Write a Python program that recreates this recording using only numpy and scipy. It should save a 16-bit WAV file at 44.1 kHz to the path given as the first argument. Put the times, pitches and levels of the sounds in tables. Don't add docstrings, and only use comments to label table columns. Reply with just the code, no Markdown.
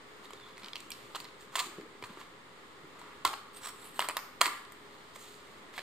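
import sys
import numpy as np
from scipy import signal
from scipy.fft import rfft, irfft, next_fast_len
from scipy.io import wavfile
from scipy.ndimage import uniform_filter1d, map_coordinates

SR = 44100
rng = np.random.default_rng(int(sys.argv[2]) if len(sys.argv) > 2 else 0)


def store_pcm(level_fs):
    pcm = np.round(np.clip(level_fs, -1, 1) * 32767).astype(np.int16)
    wavfile.write(sys.argv[1], SR, np.atleast_2d(pcm).T)


def rack_gain(trim_db):
    fader = np.asarray(trim_db, float)
    return 10 ** (fader / 20)


N = 256662


# t/s, peak level/dB, barrel knock/dB, bright edge/dB, strongest mode f/Hz
COUPLING_BLOWS = [(3.9929, -12.5, 0.5, -12.5, 2940), (4.0031, -20, -7, -20, 2880),
                  (4.006, -25, -20, -22, 3300), (4.015, -29, -4, -8, 2000), (4.0234, -23.5, -5, -32, 1703),
                  (4.0445, -31, -1, -26, 1880), (4.087, -17, -7.5, -6.5, 2400),
                  (4.091, -32, -10, -16, 2300), (4.097, -25, 1, -22, 2400), (4.1035, -30, -10, -16, 2420),
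                  (4.1095, -31, 5, -9, 1910), (4.116, -45, -4, -12, 3200), (4.1685, -16, -10, -11, 3870),
                  (4.1753, -29, 5, -20, 4350), (4.179, -33, -3, -22, 2120), (4.19, -33.5, 6, -8, 2090),
                  (4.4098, -21, -6.5, -11.5, 2030), (4.4134, -6, -4, -14.5, 4420),
                  (4.415, -10.5, -10, -9.5, 6440), (4.4172, -13.5, -1.5, -13, 4370),
                  (4.4244, -30, -4, -14, 2170), (4.4335, -43, 0, -18, 2050), (4.44, -25.5, -3, -22, 2050),
                  (4.4435, -25, -12, -22, 4550), (4.4525, -30, 4, -18, 2980),
                  (4.4573, -16, -7.5, -20, 4680), (4.4655, -18, -12, -13, 4440), (4.473, -36, 0, -20, 2050),
                  (4.478, -29, -2, -17, 4300)]


def coupling():
    return contacts(COUPLING_BLOWS, t60=0.015, low_hz=1420, sing=0.98)


# t/s, peak level/dB, barrel knock/dB, bright edge/dB, strongest mode f/Hz
CLACK_BLOWS = [(1.555, -19, -4, -15, 3380), (1.558, -18, -9, -14, 3300), (1.5625, -36, 0, -17, 2920),
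               (1.5685, -38, 3, -17, 3100), (1.574, -29, 4, -22, 2100), (1.5835, -22.5, -1.5, -18, 3900),
               (1.588, -32, -5, -13, 2600), (1.5922, -22, -23, -12, 5100), (1.597, -26, -10, -25, 4570),
               (1.6005, -31, -10, -11, 3300), (1.6035, -30, -1, -21, 4370), (1.6075, -28.5, 1, -23, 2900),
               (1.6105, -40, -6, -17, 4600), (1.616, -40, -1, -19, 3000), (1.6504, -40, -10, -14, 1680),
               (1.6692, -37, -21, -21, 3940), (3.2497, -18.5, 0, -22, 2180),
               (3.2508, -11, -1.5, -8.5, 4330), (3.2535, -17, -6, -12, 3234), (3.2565, -21, 0, -24, 3130),
               (3.2625, -28, -2, -22, 3160), (3.268, -39, -8, -20, 2000), (3.288, -45, -11, -16, 3100),
               (3.2762, -25, -24, -16, 4240), (3.3322, -29, -2, -16, 1810), (3.3368, -25.5, 4, -28, 1500),
               (3.34, -29.5, -8, -20, 4200)]


def clacks():
    return contacts(CLACK_BLOWS, t60=0.012, low_hz=1383, sing=1.0)


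# t/s, peak level/dB, barrel knock/dB, bright edge/dB, strongest mode f/Hz
DETENT_CLICKS = [(0.9041, -28.5, -10.5, 0.5, 3300), (0.9175, -27.5, -21, -9, 5460),
                 (1.1488, -28, -2, -24, 2950), (1.1554, -34, 2, -32, 3500), (1.1528, -33, -7, -27, 3560),
                 (1.1645, -35.5, -8, -18, 2900), (1.185, -44, 3, -30, 2050), (1.202, -32, -8.5, -11, 4540),
                 (1.2436, -35.5, -12, -19, 4200), (1.2521, -39, -13, -28, 2050),
                 (1.2565, -47, -10, -22, 3000), (1.2866, -46, -28, -28, 4050), (1.409, -42, -9, -11, 1740)]


def detents():
    return contacts(DETENT_CLICKS, t60=0.019, low_hz=2300, sing=1.26)


# t/s, peak level/dB, barrel knock/dB, bright edge/dB, strongest mode f/Hz
LATCH_CLICKS = [(0.2554, -39.5, -9, -24, 3720), (0.3065, -34.5, 11, 0.5, 2050),
                (0.3338, -35.5, -6, -10, 3750), (0.5708, -41, -15, -32, 2200),
                (0.5795, -38, -22, -19, 2100), (0.5963, -43, -14, -12, 2050), (0.621, -41, -5, -29, 2360),
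                (0.633, -37, -9, -31, 2350), (0.6447, -32.5, -13, -27, 2370), (0.6608, -34, -22, -26, 3220),
                (0.6838, -35, -26, -23, 3200), (0.733, -28, -18, -36, 3370), (0.7563, -24, -18, -19, 3290),
                (0.7654, -31.5, -11, -25, 3100), (0.8039, -36, -22, -6, 3840)]


def latch():
    return contacts(LATCH_CLICKS, t60=0.014, low_hz=2200, sing=1.0)


# t/s, peak level/dB, barrel knock/dB, bright edge/dB, strongest mode f/Hz
STRAY_TICKS = [(1.8107, -40.5, -2, -15, 1630), (2.0247, -33, -1, -16, 2300), (2.0385, -32, -5, -28, 2453),
               (2.172, -41, 9, -20, 1560), (2.2131, -38, -1, -17, 1830), (2.994, -45, -20, -5, 4200),
               (3.015, -36, 1.5, -14, 3580), (4.6503, -43, -9, -17, 3500), (4.7212, -37.5, -6, -3, 2050),
               (5.1587, -38.5, -8, -18, 2130), (5.342, -40, -11, -33, 3980), (5.7393, -42, -8, -22, 1760),
               (5.7435, -42, -12, -20, 2016), (5.7552, -49, -15, -28, 4200),
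               (5.7625, -39.5, -20, -14, 3370), (5.7665, -42, -12, -12, 2120), (5.7715, -47, -20, -8, 4300),
               (5.7787, -28, -5, -20, 1690), (5.7834, -30, -8, -20, 2240), (5.7907, -32, -21, -23, 1720),
               (5.802, -43, -10, -20, 4200), (5.8055, -47, -10, -18, 2050)]


def stray_ticks():
    return contacts(STRAY_TICKS, t60=0.022, low_hz=1460, sing=1.0)


# f/Hz, level/dB
BARREL_MODES = [(760, -16), (1015, 4.5), (1100, 0.5), (1210, -3), (2070, -4), (3150, -4.5), (4350, -15)]
# f/Hz, level/dB
MOUNT_STRENGTH = [(1500, -8), (2080, 0), (2600, -8), (3200, -7), (3700, -6), (4300, -1), (5600, -7)]
# f/Hz, width/Hz, level/dB
EDGE_PEAKS = [(7190, 1250, -1), (8500, 1100, 2), (9720, 1230, -2), (12520, 1570, -3.5), (13800, 1900, -5.5)]


def contacts(rows, t60, low_hz, sing):
    out, t = np.zeros((2, N + SR)), np.arange(SR // 22) / SR
    broad = signal.butter(2, [low_hz, 6500], "band", fs=SR, output="sos")
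    dense_hz = np.geomspace(low_hz, 5800, num=40)
    dense = np.transpose([dense_hz, along(MOUNT_STRENGTH, dense_hz)])
    spit = rack_gain(-60 * t / (1.55 * t60)) + rack_gain(6 - 60 * t / 0.0032)
    rise = 1 - np.exp(-t / 0.00021)
    for s, db, knock_db, edge_db, hz in rows:
        knock = rack_gain(knock_db + 5.0) * ringing(BARREL_MODES, t, 1.53 * t60, detune=0.041, scatter=0.69)
        luck = rng.standard_normal(len(EDGE_PEAKS))
        facets = [(c, w, g + 2.14 * k) for (c, w, g), k in zip(EDGE_PEAKS, luck)]
        crack = filtered(spit * rng.standard_normal(len(t)), resonant(facets))
        voice = rack_gain(-3.5 - 60 * t / (sing * t60)) * np.sin(2 * np.pi * hz * t)
        snap = rack_gain(2.5 - 60 * t / 0.0044) * signal.sosfilt(broad, rng.standard_normal(len(t)))
        mount = ringing(dense, t, t60, detune=0.029, scatter=np.pi)
        rest = mount + snap + knock + rack_gain(edge_db + 5.5) * crack
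        blow = rise * (rest + voice * rack_gain([[0], [-9]]))
        out[:, round(s * SR):][:, :len(t)] += rack_gain(db + 1.0) * blow / np.abs(blow[0]).max()
    return out[:, :N]


def ringing(modes, t, t60, detune, scatter):
    hz, db = np.transpose(modes)
    luck = rng.standard_normal((4, len(hz), 1))
    swing = np.sin(2 * np.pi * hz[:, None] * (1 + detune * luck[1]) * t + scatter * luck[3])
    decay = rack_gain(db[:, None] + 2.0 * luck[0] - 60 * t / t60 * rack_gain(0.5 * luck[2]))
    ring = (decay * swing).sum(0)
    return ring / np.abs(ring).max()


# t/s, level/dB, f/Hz, t60/s
LINGERING_MODES = [(0.918, -43, 5600, .07), (1.149, -50, 1094, 0.091), (1.556, -36, 1080, .25),
                   (1.585, -35, 1177, .25), (1.603, -40, 1020, 0.17), (3.251, -27.5, 1101, 0.14),
                   (3.25, -27, 1364, 0.082), (3.252, -36, 2070, .07), (3.252, -33, 3230, 0.08),
                   (3.29, -41, 1122, 0.33), (4.088, -35, 2430, 0.088), (4.169, -32, 2670, .03),
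                   (4.17, -37, 3870, 0.025), (4.416, -34, 1013, 0.26), (4.43, -37, 1190, .6),
                   (4.458, -38, 1138, 0.45), (4.414, -27, 700, .04), (5.779, -41, 712, .05),
                   (1.593, -32, 5150, .04), (1.594, -32, 3390, .05), (1.6, -33, 4410, 0.056),
                   (1.605, -36, 2900, .04), (1.557, -36, 780, .04), (1.604, -38, 800, .05),
                   (4.458, -35, 2090, .12), (0.905, -42, 2400, .03), (1.154, -43, 3300, .05)]


def lingering():
    out, t = np.zeros((2, N + SR)), np.arange(SR // 2) / SR
    spread = 0.035
    for s, db, hz, t60 in LINGERING_MODES:
        luck = rng.standard_normal((3, 5, 1))
        ports = 0.25 * luck[2] * np.array([-1, 1])[:, None, None]
        phase = 2 * np.pi * hz * (1 + spread * luck[0]) * t + np.pi * luck[1] + ports
        ring = np.sin(phase).sum(1) / 2
        swell = 1 - np.exp(-t / 0.00084)
        out[:, round(s * SR):][:, :len(t)] += rack_gain(db - 60 * t / t60) * swell * ring
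    return out[:, :N]


# start t/s, hardest t/s, end t/s, peak level/dB, dull part level/dB
RATTLE_STROKES = [
    (1.15, 1.158, 1.181, -45.5, 0.5),
    (3.255, 3.265, 3.296, -37.5, 1),
    (1.557, 1.566, 1.585, -36, -11),
    (1.61, 1.625, 1.7, -49.5, -8),
    (1.587, 1.597, 1.616, -32, -31),
    (4.42, 4.47, 4.49, -45.5, 1),
]


def rattle():
    gains = strokes(RATTLE_STROKES, ends_db=-13.5, bright_db=-3.0)
    return rubbing(gains, SKIN_PEAKS, SKIN_TOP_PEAKS, grainy_db=3.0, shifty_db=1.0)


# start t/s, hardest t/s, end t/s, peak level/dB, dull part level/dB
GRIND_STROKES = [
    [(3.53, 3.575, 3.61, -54, -6)],
    [(3.61, 3.65, 3.7, -48.5, 1), (3.65, 3.685, 3.715, -52, 1)],
    [(3.74, 3.78, 3.86, -61, 5), (3.8, 3.86, 3.96, -58, -1)],
    [(3.94, 3.978, 3.995, -51.5, 1), (3.998, 4.015, 4.075, -46.5, 2.5)],
]
# f/Hz, width/Hz, level/dB
RING_PEAKS = [
    [(4600, 120, 6), (5700, 170, 8), (8000, 120, 7), (8580, 140, 11), (9090, 100, 5), (9660, 150, 6),
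     (12300, 200, 3), (12900, 110, -2), (13500, 120, 3), (10900, 15000, -8)],
    [(4100, 140, 0), (4670, 100, -3), (5570, 150, 11), (7880, 290, 12), (8500, 150, 1), (9550, 120, 6),
     (12400, 150, -7), (14100, 200, 4), (10900, 12000, -6)],
    [(7700, 160, 10), (8700, 110, 9), (9640, 120, 10), (12200, 110, 3), (14100, 220, 1), (10900, 11000, -8)],
    [(8300, 300, 12), (9750, 120, 0), (12600, 400, -6), (13700, 500, 4), (10900, 13000, -8)],
]


def grinding():
    out = np.zeros(N)
    for turn, rings in zip(GRIND_STROKES, RING_PEAKS):
        gains = strokes(turn, ends_db=-11, bright_db=1.5)
        out += rubbing(gains, SKIN_PEAKS, rings, grainy_db=3, shifty_db=4)
    return out


# start t/s, hardest t/s, end t/s, peak level/dB, dull part level/dB
FINGER_STROKES = [(0.22, 0.246, 0.28, -58, -17), (0.29, 0.33, 0.38, -68, -4), (0.565, 0.66, 0.73, -62, 7.5),
                  (0.76, 0.77, 0.89, -58, -12), (0.92, 0.93, 1.15, -57, -17), (1.17, 1.21, 1.24, -56.5, -6),
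                  (1.39, 1.408, 1.48, -61, -10), (1.52, 1.549, 1.556, -54, -1),
                  (2.036, 2.043, 2.075, -51.5, 3), (2.17, 2.205, 2.245, -57.5, 4),
                  (2.985, 2.995, 3.03, -64, -1), (5.135, 5.163, 5.17, -57, -5),
                  (5.15, 5.2, 5.34, -60.5, -15), (5.19, 5.245, 5.32, -63, -19),
                  (5.24, 5.29, 5.6, -63.5, -22)]
# f/Hz, width/Hz, level/dB
SKIN_PEAKS = [(3300, 2200, 8), (4720, 300, 1.5), (2200, 1100, -33)]
# f/Hz, width/Hz, level/dB
SKIN_TOP_PEAKS = [(6750, 2500, 8), (15000, 1700, -17)]


def fingers():
    gains = strokes(FINGER_STROKES, ends_db=-14.0, bright_db=-0.5)
    return rubbing(gains, SKIN_PEAKS, SKIN_TOP_PEAKS, grainy_db=2.0, shifty_db=3)


# start t/s, hardest t/s, end t/s, peak level/dB, dull part level/dB
PALM_STROKES = [
    (1.52, 1.545, 1.79, -59.5, 6.5),
    (2.07, 2.1, 2.26, -60.5, 1.5),
    (2.17, 2.22, 2.12, -60, 7),
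    (2.93, 3.04, 3.213, -69, 13.5),
    (5.73, 5.79, 5.86, -54, -1),
]


def palm():
    gains = strokes(PALM_STROKES, ends_db=-6.5, bright_db=-10.0)
    return rubbing(gains, SKIN_PEAKS, SKIN_TOP_PEAKS, grainy_db=1.0, shifty_db=3)


# start t/s, hardest t/s, end t/s, peak level/dB, dull part level/dB
DRAG_STROKES = [
    (0.33, 0.45, 0.54, -64.5, 6),
    (4.85, 4.95, 5.6, -68.5, -10),
]
# f/Hz, width/Hz, level/dB
RUBBER_PEAKS = [(3500, 1200, -11), (4200, 1800, -6)]


def rubber_drag():
    gains = strokes(DRAG_STROKES, ends_db=-1, bright_db=-38)
    return rubbing(gains, RUBBER_PEAKS, SKIN_TOP_PEAKS, grainy_db=4.5, shifty_db=2.5)


# t/s, f/Hz, level/dB
SQUEAL_GLIDE = [(0.34, 3760, -70), (0.385, 3660, -61), (0.405, 3550, -69), (0.44, 3500, -55),
                (0.48, 3380, -63), (0.51, 3350, -70), (0.535, 3420, -65), (0.555, 3400, -73)]


def squeal():
    s, hz, db = np.transpose(SQUEAL_GLIDE)
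    t = np.arange(N) / SR
    width_hz = 210
    phase = 2 * np.pi * np.cumsum(np.interp(t, s, hz)) / SR
    fuzz = unit(wobble(width_hz) * np.cos(phase) + wobble(width_hz) * np.sin(phase))
    return rack_gain(np.interp(t, s, db, left=-120, right=-120)) * fuzz


def strokes(rows, ends_db, bright_db):
    gains, t = np.zeros((3, N)), np.arange(N) / SR
    for start, hardest, end, db, dull_db in rows:
        fade = np.clip(np.minimum(t - start, end - t) / 0.0022, 0, 1)
        press_db = np.interp(t, [start, hardest, end], [db + ends_db, db, db + ends_db])
        gains += fade * rack_gain(press_db) * rack_gain([[0], [dull_db], [bright_db]])
    return gains


def rubbing(gains, surface, top, grainy_db, shifty_db):
    slip = rack_gain(grainy_db * wobble(250) + 0.48 * wobble(40)) * rng.standard_normal((3, N))
    hollow = [(1110, 470, 16.0), (2050, 1800, 5.2)]
    bright = np.zeros(N)
    for k, peak in enumerate(top):
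        bright += (-1) ** k * rack_gain(shifty_db * wobble(14)) * filtered(slip[2], resonant([peak]))
    middle = unit(filtered(slip[0], resonant(surface)))
    dull = unit(filtered(slip[1], resonant(hollow)))
    return (gains * [middle, dull, unit(bright)]).sum(0)


# t/s, peak level/dB, f/Hz
SOFT_KNOCKS = [(0.332, -38.5, 435), (0.635, -49, 191), (1.552, -47, 427), (1.665, -38.5, 350),
               (1.781, -31.5, 362), (1.794, -38.5, 464), (1.829, -43, 308.6), (1.86, -41.5, 427),
               (1.949, -44.5, 400), (2.022, -36.5, 400), (2.092, -44, 324), (2.169, -37, 352),
               (2.775, -50, 330), (2.839, -41, 348), (3.249, -31.5, 395), (3.989, -30, 597),
               (4.085, -30, 585), (4.164, -29.5, 615), (4.409, -56, 586), (4.464, -36.5, 334),
               (5.161, -41.5, 554), (5.775, -34, 710), (5.787, -38.5, 596)]


def soft_knocks():
    return thuds(SOFT_KNOCKS, cycles=7.9)


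# t/s, peak level/dB, f/Hz
SEAT_BUMPS = [
    (0.631, -51, 203),
    (1.659, -44, 252),
    (1.781, -39, 206.1),
    (2.029, -48, 111),
    (2.099, -43.5, 187),
    (2.298, -61, 78.1),
    (2.832, -50, 146),
    (3.254, -57, 196),
    (3.989, -58, 259),
    (4.42, -70, 112.6),
]


def seat_bumps():
    return thuds(SEAT_BUMPS, cycles=7.8)


def thuds(rows, cycles):
    out, t = np.zeros(N + SR), np.arange(SR // 5) / SR
    for s, db, hz in rows:
        decay = rack_gain(db + 5.0 - 60 * t * hz / cycles)
        soft_start = 1 - np.exp(-t * hz / .5)
        out[round((s + .003) * SR):][:len(t)] += decay * soft_start * np.sin(2 * np.pi * hz * t)
    return out[:N]


# f/Hz, likeness/1
TAIL_LIKENESS = [(300, 0.94), (700, 0.97), (1500, 0.35), (4000, 0.019)]
# f/Hz, t60/s
ROOM_DECAY = [(200, 0.22), (800, 0.57), (1150, 0.74), (1600, 0.56), (2100, 0.61), (4000, 0.53),
              (8000, 0.45), (15000, 0.46)]
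# f/Hz, level/dB
TAIL_COLOUR = [(200, 8), (950, -9), (1140, -1), (1350, -4), (2100, -2.5), (4000, -3), (8000, -2),
               (15000, -2)]


def room(x):
    out, hop = np.zeros((2, N + SR)), SR // 4

    def upper(v):
        return filtered(v, lambda hz: np.clip(hz / 400 - 1, 0, 1))

    blurred = upper(upper(x) * (.45 + .9 * unit(wobble(900))))
    sides = x - upper(x) + blurred
    for start in range(0, N, hop):
        hz, t, z = signal.stft(rng.standard_normal((2, SR // 2)), SR, nperseg=512)
        alike = np.clip(along(TAIL_LIKENESS, hz), 0, 1)[:, None]
        z[1] = alike * z[0] + np.sqrt(1 - alike ** 2) * z[1]
        decay_db = along(TAIL_COLOUR, hz)[:, None] - 60 * t / along(ROOM_DECAY, hz)[:, None]
        tail = signal.istft(z * rack_gain(decay_db), SR, nperseg=512)[1]
        piece = unit(sides[None, start:start + hop]) * np.std(x[start:start + hop])
        wet = signal.fftconvolve(piece, tail / np.linalg.norm(tail[0]), axes=1)
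        out[:, start + 200:][:, :wet.shape[1]] += wet
    return out[:, :N]


# f/Hz, level per Hz/dB
HUSH_COLOUR = [(20, -25), (60, -7.5), (120, -6), (260, -1.5), (420, -1.5), (680, -8.5), (1150, -1),
               (1580, -6.5), (2050, -5.5), (2500, -12), (3400, -11), (5000, -16.5), (8000, -21.5),
               (13000, -28.5)]
# f/Hz, likeness/1
HUSH_LIKENESS = [(30, 0.62), (150, 0.58), (400, 0.73), (1200, 0.14), (3000, 0.032), (8000, 0.047)]


def hush():
    def colour(hz):
        turn = np.arccos(np.clip(along(HUSH_LIKENESS, hz), -1, 1)) / 2
        return rack_gain(along(HUSH_COLOUR, hz)) * [np.cos(turn), np.sin(turn)]

    mid, side = filtered(rng.standard_normal((2, N)), colour)
    drift_db = .3 * wobble(1.5) + .5 * wobble(5)
    return rack_gain(-53.5 + drift_db) * unit(np.array([mid + side, mid - side]))


# f/Hz, level/dB
FAN_TONES = [(414, -64.5), (525, -71), (125, -76.5), (1200, -84)]


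def fan():
    out, t = np.zeros(N), np.arange(N) / SR
    for hz, db in FAN_TONES:
        out += rack_gain(db + 2.5 * wobble(9)) * np.sin(2 * np.pi * hz * t + 1.5 * wobble(12))
    return out


def unit(x):
    return x / np.sqrt(np.mean(x ** 2) + 1e-20)


def along(points, hz):
    f, v = np.transpose(points)
    return np.interp(np.log(hz + 1), np.log(f + 1), v)


def filtered(x, response):
    m = next_fast_len(x.shape[-1] + 8192)
    return irfft(rfft(x, m) * response(np.fft.rfftfreq(m, 1 / SR)), m)[..., :x.shape[-1]]


def resonant(peaks):
    def response(hz):
        total = 0
        for k, (centre, width, db) in enumerate(peaks):
            damping = 1j * hz * width
            total = total + (-1) ** k * rack_gain(db) * damping / (centre * centre - hz * hz + damping)
        return total
    return response


def wobble(rate):
    knots = rng.standard_normal(int(N * rate / SR) + 4)
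    return map_coordinates(knots, [np.arange(N) * rate / SR])


# f/Hz, phase/rad
RIGHT_LEAD = [(500, 0), (2700, .6), (5000, 1.1), (9000, 1.1), (13000, 1)]


def scene():
    hands = coupling() + clacks() + detents() + latch() + stray_ticks()
    hands += rattle() + grinding() + fingers() + palm() + rubber_drag() + squeal() + soft_knocks()
    side = np.array([[-1], [1]])

    def lean_db(hz):
        return along([(120, -18), (300, 0)], hz) + side * along([(1000, 0), (2500, 1.0), (8000, 2.0)], hz)

    direct = filtered(hands[0], lambda hz: rack_gain(lean_db(hz)) * np.exp(.5j * side * along(RIGHT_LEAD, hz)))
    to_walls = filtered(hands[1], lambda hz: rack_gain(lean_db(hz).mean(0)))
    return direct + lingering() + seat_bumps() + rack_gain(-6.5) * room(to_walls) + hush() + fan()


# f/Hz, level per line/dB
MUTE_FLOOR = [(4000, -120), (6000, -108), (9000, -105), (11000, -102), (13000, -104), (14400, -102),
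              (15200, -99), (15400, -92), (16600, -92)]


def muted(x, mask_db):
    hz, _, z = signal.stft(x, SR, window="cosine", nperseg=2048)
    power = np.abs(z[:, 1:]) ** 2
    bands = power.reshape(2, -1, 16, z.shape[-1]).mean(axis=(0, 2))
    floor = rack_gain(2 * along(MUTE_FLOOR, hz[1:, None])) + rack_gain(2 * mask_db) * bands[18:44].mean(0)
    flicker = unit(uniform_filter1d(rng.standard_normal(bands.shape), size=3, axis=1))
    floor = floor * np.repeat(rack_gain(2 * 3.2 * flicker), 16, axis=0)
    keep = np.repeat(bands, 16, axis=0) > floor
    keep = keep & (power > floor)
    keep = np.pad(keep, ((0, 0), (1, 0), (0, 0)), constant_values=True)
    return signal.istft(z * keep, SR, window="cosine", nperseg=2048)[1][:, :N]


# f/Hz, width/Hz, depth/dB
PORT_NOTCHES = [(1533, 86, -4), (5710, 1730, -5), (5980, 230, -13), (10984, 1340, -18), (11210, 640, -5),
                (17200, 2400, -28)]


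def microphone(x):
    def ports(hz):
        return rack_gain(sum(db * np.exp(-((hz - c) / w * 2) ** 2) for c, w, db in PORT_NOTCHES))
    return filtered(x, ports)


def band_limit(x):
    return signal.sosfilt(signal.butter(12, 16660, fs=SR, output="sos"), x)


def record(dry):
    mix = muted(microphone(dry), mask_db=-46) - .0006
    return band_limit(mix)


dry = scene()
out = record(dry)
store_pcm(out)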